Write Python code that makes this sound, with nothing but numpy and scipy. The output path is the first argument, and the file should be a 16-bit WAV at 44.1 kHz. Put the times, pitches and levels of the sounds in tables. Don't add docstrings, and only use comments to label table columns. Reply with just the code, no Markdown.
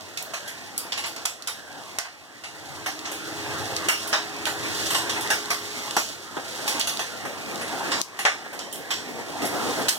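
import sys
import numpy as np
from scipy import signal
from scipy.fft import rfft, irfft, next_fast_len
from scipy.io import wavfile
from scipy.ndimage import uniform_filter1d, map_coordinates

SR = 44100
rng = np.random.default_rng(int(sys.argv[2]) if len(sys.argv) > 2 else 0)


def unload_audio(sound):
    columns = np.transpose(np.atleast_2d(sound))
    steps = np.round(np.clip(columns, -1, 1) * 32767)
    wavfile.write(sys.argv[1], SR, steps.astype(np.int16))


N = 440118
TIME = np.arange(N) / SR
FFT_SIZE = next_fast_len(N + 4096)
HZ = np.maximum(np.arange(FFT_SIZE // 2 + 1) * SR / FFT_SIZE, 1)


def from_db(db):
    return 10 ** (np.asarray(db) / 20)


def unit_rms(x):
    return x / np.sqrt(np.mean(x ** 2) + 1e-20)


def in_time(rows):
    return np.interp(TIME, *np.transpose(rows))


def in_hz(rows):
    hz, *columns = np.transpose(rows)
    return [np.interp(np.log(HZ), np.log(hz), column) for column in columns]


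def drift(per_s):
    knots = rng.standard_normal(N // 10)
    return unit_rms(np.interp(TIME * per_s, np.arange(len(knots)), knots))


def swells(rows):
    return sum(height * np.exp(-((TIME - peak_s) / half_s) ** 2) for peak_s, half_s, height in rows)


def band(x, low_hz, high_hz, order=2):
    sos = signal.butter(order, [low_hz, min(high_hz, .45 * SR)], "band", fs=SR, output="sos")
    return signal.sosfilt(sos, x)


def noise(spectrum):
    white = rfft(rng.standard_normal((2, FFT_SIZE)))
    return unit_rms(irfft(white * from_db(in_hz(spectrum)[0]))[:, :N])


def patchy(x, depth_db, per_octave, per_s):
    hz, time_s, cells = signal.stft(x, SR, nperseg=1024)
    grid = np.meshgrid(np.log2(1 + hz / 100) * per_octave, time_s * per_s, indexing="ij")
    hills = unit_rms(map_coordinates(rng.standard_normal((256, 512)), grid, order=1, mode="wrap"))
    return unit_rms(signal.istft(cells * from_db(depth_db * hills), SR)[1][:, :N])


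def patter(per_s, spread_db, t60_s):
    lands = rng.random(N) < per_s / SR
    sizes = from_db(spread_db * np.minimum(rng.exponential(1, N), 4))
    power_decay = from_db(-60 / (t60_s * SR)) ** 2
    return unit_rms(np.sqrt(signal.lfilter([1], [1, -power_decay], lands * sizes ** 2 + 1e-18)))


def impact(start_s, rise_s, t60_s, hold_s=0):
    start = round(start_s * SR)
    age_s = np.arange(min(SR // 2, N - start)) / SR
    decay = from_db(-60 * np.maximum(age_s - rise_s - hold_s, 0) / t60_s)
    return slice(start, start + len(age_s)), np.minimum(age_s / rise_s, 1) * decay


def wind(strength_db, rumble_follows=0.62):
    # frequency_hz, relative_db
    rumble_colour = [(45, -20), (70, 2), (99, 13), (112, 5.5), (127, 8.5), (145, 5), (270, -24.5)]
    roar_colour = [(100, -15), (180, -4.5), (280, 0.5), (450, -1), (700, 1), (1600, -3.5), (2400, -6.5),
                   (4500, -33.5)]
    hollow_colour = [(90, -16), (280, 1), (450, -0.5), (820, -2), (1080, -12), (3000, -27)]
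    # peak_s, half_length_s, extra_rumble_db
    buffets = [(2.73, 0.12, 9), (3.56, 0.26, 11), (4.75, 0.56, 7), (9.5, 0.64, 4)]
    # time_s, level_db
    hollow_rise = [(6.1, -62), (6.55, -45), (7.15, -42.5), (7.75, -37), (9.1, -33.5), (9.4, -35.5),
                   (9.98, -28.5)]
    rumble = noise(rumble_colour)
    rumble *= from_db(-54 + rumble_follows * strength_db + swells(buffets) + 1.2 * drift(22))
    roar = patchy(noise(roar_colour), depth_db=2.5, per_octave=5.854, per_s=14)
    roar *= from_db(-36.5 + strength_db + 0.7 * drift(45))
    hollow = patchy(noise(hollow_colour), depth_db=2, per_octave=7, per_s=10)
    hollow *= from_db(in_time(hollow_rise) + 3.4 * drift(20))
    return rumble + roar + hollow


def rain(strength_db, wind_follows=0.84):
    # frequency_hz, relative_db
    rain_colour = [(900, -10.5), (2200, -7), (3300, 1), (7000, 0.5), (11000, -8.5), (15000, -6.5)]
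    # peak_s, half_length_s, extra_db
    sheets = [(3.4, 0.17, 2), (4.02, 0.098, 7.5), (4.83, 0.16, 8.5), (5.6, 0.42, 5.5), (6.05, 0.087, 9.5),
              (6.8, 0.32, 5), (9.7, 0.096, 4.5)]
    near = from_db(-4.5) * patter(per_s=40, spread_db=-0.5, t60_s=0.15)
    hiss = noise(rain_colour) * np.hypot(from_db(-0.7), near)
    clicks = noise(rain_colour) * from_db(-11) * patter(per_s=41, spread_db=5.5, t60_s=0.013)
    return (hiss + clicks) * from_db(-43 + wind_follows * strength_db + swells(sheets))


def splats():
    # start_s, body_db, slap_db, spray_db
    landings = [(0.173, -39, -36, -40), (0.336, -31, -36, -41), (0.477, -55, -42, -43),
                (0.779, -52, -41.5, -33.5), (0.921, -35, -32.5, -52), (0.976, -32, -33.5, -36.5),
                (1.039, -30.5, -33.5, -47), (1.061, -47, -47, -35), (1.162, -41, -40.5, -55),
                (1.2534, -24, -25.5, -26), (1.473, -28.5, -30, -29), (1.986, -24.5, -30, -40),
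                (2.049, -30, -40, -57), (2.437, -34, -37, -49), (2.861, -28.5, -33.5, -34.5),
                (3.054, -36.5, -35.5, -51), (3.116, -38, -40.5, -34.5), (3.886, -15.5, -20, -20.5),
                (4.074, -39, -37, -26), (4.129, -15, -20, -29), (4.466, -26, -30, -31.5),
                (4.904, -27, -32, -30), (4.946, -24.5, -27, -32), (5.095, -30, -28.5, -38),
                (5.163, -27, -53, -49), (5.208, -47, -35.5, -32), (5.303, -21, -26, -26),
                (5.504, -25.5, -28.5, -28.5), (5.966, -27, -22.5, -24), (6.677, -30, -28.5, -28),
                (6.799, -35, -28, -34), (6.872, -31, -28, -25.5), (6.993, -27, -31, -35.5),
                (7.251, -31.5, -43, -45), (7.613, -32, -43, -41), (7.918, -26, -27.5, -45),
                (8.19, -22, -22.5, -22.5), (8.251, -6, -12.5, -27.5), (8.53, -27, -34.5, -31),
                (8.59, -30, -26, -46), (8.726, -42, -32.5, -24), (8.906, -21, -20.5, -28.5),
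                (9.42, -43, -35, -38), (9.452, -48, -41, -31), (9.884, -21, -14, -14)]
    # low_hz, high_hz, t60_s
    splat_bands = [(597, 2150, 0.25), (2540, 7150, 0.34), (7800, 15300, 0.29)]
    droplets = patchy(rng.standard_normal((2, N)), depth_db=3, per_octave=7, per_s=6)
    out = np.zeros((2, N))
    for part, (low_hz, high_hz, t60_s) in enumerate(splat_bands):
        power = np.zeros(N)
        for start_s, *parts_db in landings:
            body_db, _, spray_db = parts_db
            rise_s = 0.0022 * from_db(-0.12 * (spray_db - body_db))
            hold_s = 0.02 * from_db(0.74 * body_db)
            span, burst = impact(start_s, rise_s, t60_s, hold_s)
            smack = from_db(3) * impact(start_s, rise_s=0.00032, t60_s=0.0083)[1]
            power[span] += from_db(parts_db[part]) ** 2 * (burst ** 2 + smack ** 2)
        out += np.sqrt(power) * unit_rms(band(droplets, low_hz, high_hz, order=3))
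    return out


def ticks(port_lag_s=0.00042, band_ratio=1.22, room_db=-3, room_t60_s=0.22):
    # start_s, peak_db, centre_hz, t60_s, left_minus_right_db
    drops = [(0.1738, -16.5, 4800, 0.022, -6), (0.225, -15.5, 13000, .012, -6),
             (0.7783, -8.5, 9400, 0.018, -2), (0.9222, -16.5, 3140, 0.039, -2),
             (1.163, -21, 6000, .015, -6), (1.2567, -1, 5760, 0.024, -7), (1.423, -10.5, 4870, 0.017, -5),
             (1.474, -9.5, 6840, 0.044, -5), (1.9871, 2.5, 5600, 0.0059, -4.5),
             (3.7643, -11.5, 4500, 0.021, -2), (3.887, -2, 7100, 0.019, -6), (4.4549, -4, 2980, 0.0079, -8),
             (6.797, -3.5, 8400, 0.0042, -10), (6.8116, -3.5, 3600, 0.02, -3), (6.895, -9, 4000, 0.015, -4),
             (6.972, -7.5, 4530, 0.011, -4), (8.0153, 8.5, 5500, 0.0032, 4), (8.252, 5, 2500, .02, 16),
             (8.592, -3.5, 4500, 0.0091, -4), (9.892, 4, 5700, 0.041, -4)]
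    out = np.zeros((2, N))
    for start_s, peak_db, hz, t60_s, pan_db in drops:
        span, envelope = impact(start_s, 1 / SR, t60_s)
        tail = from_db(room_db) * np.sqrt(t60_s / room_t60_s) * impact(start_s, 0.0016, room_t60_s)[1]
        bursts = np.array([envelope, tail, tail]) * rng.standard_normal((3, SR))[:, :len(envelope)]
        crack, near_wall, far_wall = band(bursts, hz / band_ratio, hz * band_ratio, order=1)
        late_crack = np.roll(crack, round(port_lag_s * SR))
        gain = from_db(peak_db) / np.abs(crack).max()
        near = int(pan_db < 0)
        out[near, span] += gain * (crack + near_wall)
        out[1 - near, span] -= gain * from_db(-abs(pan_db)) * (late_crack + far_wall)
    return out


def machine_hum(fade_db_per_s=17):
    # pitch_hz, level_db, from_s, until_s
    tones = [(302.7, -49, 3.07, 5.1), (328.3, -46.5, 3.4, 5.15), (415.4, -46, 3.52, 5.62)]
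    out = np.zeros(N)
    for pitch_hz, level_db, from_s, until_s in tones:
        away_s = np.abs(TIME - np.clip(TIME, from_s, until_s))
        level = from_db(level_db - fade_db_per_s * away_s + 1.1 * drift(2.97))
        out += level * np.sin(2 * np.pi * pitch_hz * TIME + 0.12 * drift(5.4))
    return np.sqrt(2) * out


def frame_knocks(rise_s=0.0015):
    # start_s, level_db, centre_hz, t60_s
    bumps = [(5.966, -13, 680, 0.16), (6.367, -25, 550, 0.17), (6.749, -30, 300, 0.18),
             (7.238, -29, 380, 0.14), (8.462, -22, 730, 0.063)]
    out = np.zeros((2, N))
    for start_s, level_db, hz, t60_s in bumps:
        span, envelope = impact(start_s, rise_s, t60_s)
        thud = unit_rms(band(rng.standard_normal((2, len(envelope))), hz / 2, hz * 2))
        out[:, span] += from_db(level_db) * envelope * thud
    return out


def gap_howl(low_hz=706, high_hz=970):
    # peak_s, half_length_s, level_db
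    howls = [(7.815, 0.017, -29), (9.357, 0.032, -31), (9.66, 0.16, -35)]
    level = swells((peak_s, half_s, from_db(level_db)) for peak_s, half_s, level_db in howls)
    return level * unit_rms(band(rng.standard_normal((2, N)), low_hz, high_hz))


def microphone(field, quadrature=0.82):
    # frequency_hz, coherence, left_lag_rad
    ports = [(59.4, 1, -3), (152, 0.37, -1), (297, 0.74, -1.15), (586, 0.8, -0.93), (1170, 1, 0.5),
             (1733, 0.5, 1.54), (2170, 1, 2.9), (2500, 1, 3.35), (2880, 0.39, 4.5), (3290, 1, 6.5),
             (4860, 0.59, 9.5), (5850, 0.51, 12), (7100, 0.28, 15.5), (18700, 0.029, 39)]
    # frequency_hz, gain_db
    response = [(1100, 0), (2600, 5), (4400, 5), (6200, 1.8), (11500, 1.6), (15000, -6.5)]
    # frequency_hz, left_minus_right_db
    balance = [(100, -0.5), (450, 1.5), (2350, -1.5), (3600, -2), (8000, -4)]
    left, right = rfft(field, FFT_SIZE)
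    coherence, lag_rad = in_hz(ports)
    likeness = np.clip(coherence, 0, .999) * (np.cos(lag_rad) + 1j * quadrature * np.sin(lag_rad))
    common, apart = np.sqrt(1 + abs(likeness)), np.sqrt(1 - abs(likeness))
    own = (common + apart) / 2
    cross = (common - apart) / 2 * np.exp(1j * np.angle(likeness))
    pair = np.array([own * left + cross.conj() * right, own * right + cross * left])
    gain_db = in_hz(response)[0] + in_hz(balance)[0] * [[.5], [-.5]]
    return irfft(pair * from_db(gain_db))[:, :N]


def gain_control(x, limit_db=-6.5, attack_s=0.00031, recovery_db_per_s=13.5):
    over_db = np.maximum(20 * np.log10(np.abs(x).max(axis=0) + 1e-9) - limit_db, 0)
    recovered_db = recovery_db_per_s * TIME
    cut_db = np.maximum.accumulate(over_db + recovered_db) - recovered_db
    return x * from_db(-uniform_filter1d(cut_db, round(attack_s * SR)))


def scene():
    # time_s, strength_db
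    gusts = [(0.0, -7.5), (0.6, -5.5), (1.5, -5), (2.45, -7), (3.1, -2), (3.6, 3), (5.15, 3.5), (5.6, -4),
             (5.9, 2), (6.3, -5), (6.75, 2.5), (7.25, -3.5), (7.82, 3.5), (8.45, 7.5), (8.78, 3), (9.2, -2),
             (9.55, 3.5), (9.98, 4)]
    strength_db = in_time(gusts)
    water = rain(strength_db) + splats()
    field = wind(strength_db) + gap_howl() + water + frame_knocks()
    return microphone(field) + ticks() + machine_hum()


def record(dry):
    low_pass = signal.ellip(10, .1, 80, 15800, fs=SR, output="sos")
    return signal.sosfilt(low_pass, np.clip(gain_control(dry), -1, 1))


dry = scene()
out = record(dry)
unload_audio(out)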